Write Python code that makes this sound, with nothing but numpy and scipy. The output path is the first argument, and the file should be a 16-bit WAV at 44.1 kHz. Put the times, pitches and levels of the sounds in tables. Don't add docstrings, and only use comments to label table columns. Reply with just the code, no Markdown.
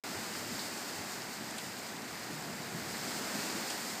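import sys
import numpy as np
from scipy import signal
from scipy.fft import rfft, irfft
from scipy.io import wavfile
from scipy.ndimage import uniform_filter1d

SR = 44100
rng = np.random.default_rng(int(sys.argv[2]) if len(sys.argv) > 2 else 0)


def dump(signal):
    limited = np.clip(np.atleast_2d(signal).T, -1, 1)
    pcm = np.round(limited * 32767).astype(np.int16)
    wavfile.write(sys.argv[1], SR, pcm)


N = 176400
T = np.arange(N) / SR


# time_s, level_db
RUSH_LOUDNESS = [(0, -43), (.45, -44), (1.1, -44.5), (1.4, -45.3), (1.9, -46), (2.3, -45), (2.72, -45),
                 (2.9, -43), (3.45, -41), (4, -44)]
# pitch_hz, level_db
RUSH_TONE = [(150, -25), (330, -4), (410, 0.5), (500, -2.5), (620, -0.3), (730, 1), (900, 0), (1100, -3),
             (1500, -1.5), (2000, -2), (2500, -6.5), (3200, -11), (5000, -15.5), (10000, -51)]
def rushing_air():
    return from_db(curve(RUSH_LOUDNESS)) * with_tone(rng.standard_normal(N), RUSH_TONE)


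# time_s, strength_db
WIND_STRENGTH = [(0, -1.5), (.25, -0.2), (.8, -0.5), (1.15, -1.2), (1.4, -3.5), (1.62, -2.2), (1.95, -3.5),
                 (2.52, -4.5), (2.8, -2.5), (3.05, 0.9), (3.45, 3), (3.7, 2.5), (4, 0.3)]
# pitch_hz, level_db
LEAF_TONE = [(1000, -26), (2400, -7), (3300, -6.5), (3900, -2), (4500, 2), (5050, 3), (5700, -2.5),
             (6300, -1.5), (7400, 0.5), (8500, -2.5), (9300, -7), (10100, -13), (11000, -10.5),
             (12000, -9.5), (13800, -8), (15500, -12.5)]
def leaves():
    wind_db = curve(WIND_STRENGTH)
    hiss_db = -44.5 + wind_db + 0.82 * wander(rate_hz=6.3)
    hiss = from_db(hiss_db) * with_tone(rng.standard_normal(N), LEAF_TONE)
    touches_per_s = 900 * from_db(wind_db)
    touches = rng.random(N) < touches_per_s / SR
    size_db = 3.5 * np.minimum(rng.exponential(1, N), 4)
    clicks = touches * from_db(size_db) * rng.choice([-1, 1], N)
    patter = from_db(-53.5 + wind_db / 2) * with_tone(clicks, LEAF_TONE)
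    return hiss + patter


# start_s, level_db, pitch_hz, width_ratio, fade_s, knock_vs_snap_db
TWIG_TICKS = [(0.351, -31, 1550, 1.2, 0.015, -22), (.592, -41, 4400, 1.17, 0.15, -15),
              (1.219, -41, 5200, 1.15, .025, -20), (1.508, -39, 6200, 1.4, .025, -25),
              (1.5825, -38.5, 8350, 1.13, 0.037, 0), (2.143, -49, 11500, 1.25, .03, -17),
              (3.109, -47, 12000, 1.5, .03, -13), (3.7, -35.5, 5760, 1.4, 0.067, -5)]
def twig_ticks(rise_s=0.00074, knock_fade_s=0.063):
    out = np.zeros(N)
    wood = band_noise(pitch_hz=3370, width_ratio=1.34)
    for start_s, level_db, pitch_hz, width_ratio, fade_s, knock_vs_snap_db in TWIG_TICKS:
        age_s = np.maximum(T - start_s, 0)
        rise = np.minimum(age_s / rise_s, 1)
        snap = from_db(-60 * age_s / fade_s) * band_noise(pitch_hz, width_ratio)
        knock = from_db(knock_vs_snap_db - 60 * age_s / knock_fade_s) * wood
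        out += from_db(level_db) * rise * (snap + knock)
    return out


# peak_time_s, level_db, pitch_hz
HAND_BUMPS = [(2.604, -36.5, 175), (2.75, -33.5, 168), (2.762, -39.5, 172), (3.084, -36.5, 250),
              (3.357, -32.5, 250), (3.391, -34.5, 218), (3.553, -40, 191)]
def hand_bumps(fade_cycles=0.93):
    out = np.zeros(N)
    for peak_time_s, level_db, pitch_hz in HAND_BUMPS:
        cycles = (T - peak_time_s) * pitch_hz
        swell = np.exp(-(cycles / fade_cycles) ** 2)
        rocking = np.sin(2 * np.pi * cycles + rng.uniform(0, 2 * np.pi))
        out += from_db(level_db) * swell * rocking
    return out


# peak_time_s, half_length_s, level_db, pitch_hz
AIR_PUFFS = [(0.097, 0.066, -46.5, 238), (0.186, 0.04, -49, 111), (0.531, 0.053, -43.5, 225),
             (0.995, 0.028, -52, 120), (1.675, 0.042, -51.5, 147), (2.055, 0.06, -47, 247),
             (2.308, 0.033, -44, 242), (2.368, 0.069, -50, 160), (2.496, 0.026, -43.5, 193),
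             (3.217, 0.034, -42.5, 247), (3.464, 0.069, -47.5, 290), (3.568, 0.033, -45, 268)]
def air_puffs():
    out = np.zeros(N)
    for peak_time_s, half_length_s, level_db, pitch_hz in AIR_PUFFS:
        air = band_noise(pitch_hz, width_ratio=1.315)
        power = np.abs(uniform_filter1d(air ** 2, size=1300))
        steady_air = air / np.sqrt(power + 1e-6)
        swell = np.exp(-2 * ((T - peak_time_s) / half_length_s) ** 2)
        out += from_db(level_db) * swell * steady_air
    return out


# pitch_hz, level_db
RUMBLE_TONE = [(60, -28), (110, -16), (160, -6), (205, 3.5), (238, 4.5), (270, -0.5), (330, 1), (450, -13),
               (800, -22), (2000, -56)]
def wind_rumble():
    wind_db = curve(WIND_STRENGTH, early_s=0.14)
    level_db = -49.5 + 0.71 * wind_db - 1.2 * wander(rate_hz=7.9)
    return from_db(level_db) * with_tone(rng.standard_normal(N), RUMBLE_TONE)


# time_s, level_db
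DEEP_LOUDNESS = [(0, -62), (.55, -51.5), (.8, -59), (1.4, -53.5), (1.8, -56), (2.5, -51), (3, -49.5),
                 (3.2, -55.5), (4, -59)]
# pitch_hz, level_db
DEEP_TONE = [(20, -33), (32, -32), (50, -23), (75, -11.5), (105, -4.5), (160, -1.5), (210, -6.5), (330, -7),
             (700, -32)]
def deep_rumble():
    return from_db(curve(DEEP_LOUDNESS)) * with_tone(rng.standard_normal(N), DEEP_TONE)


def from_db(db):
    return 10 ** (np.asarray(db) / 20)


def unit_level(x):
    return x / np.sqrt(np.mean(x ** 2) + 1e-20)


def curve(table, early_s=0):
    return np.interp(T + early_s, *np.transpose(table))


def wander(rate_hz):
    step, warm_up = 40, 2000
    memory = np.exp(-2 * np.pi * rate_hz * step / SR)
    noise = rng.standard_normal(N // step + warm_up + 2)
    slow = signal.lfilter([1], [1, -2 * memory, memory ** 2], noise)[warm_up:]
    return np.interp(np.arange(N) / step, np.arange(len(slow)), unit_level(slow))


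def with_tone(x, tone):
    pitch_hz, level_db = np.transpose(tone)
    all_hz = np.maximum(np.arange(N // 2 + 1) * SR / N, 1)
    gain = from_db(np.interp(np.log(all_hz), np.log(pitch_hz), level_db))
    bass_cut = np.minimum(all_hz / pitch_hz[0], 1) ** 2
    return unit_level(irfft(rfft(x) * gain * bass_cut, N))


def band_noise(pitch_hz, width_ratio):
    edges_hz = [pitch_hz / width_ratio, min(pitch_hz * width_ratio, .45 * SR)]
    band = signal.butter(2, edges_hz, "band", fs=SR, output="sos")
    return unit_level(signal.sosfilt(band, rng.standard_normal(N)))


def scene():
    wind = rushing_air() + leaves() + wind_rumble() + deep_rumble()
    mix = wind + air_puffs() + hand_bumps() + twig_ticks()
    return np.array([mix, mix])


def record(dry, opens_s=0.037, cutoff_hz=15400):
    gate = np.where(T > opens_s, 1, from_db(-61))
    treble_cut = signal.ellip(12, .1, 80, cutoff_hz, fs=SR, output="sos")
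    return signal.sosfilt(treble_cut, dry * gate)


dry = scene()
out = record(dry)
dump(out)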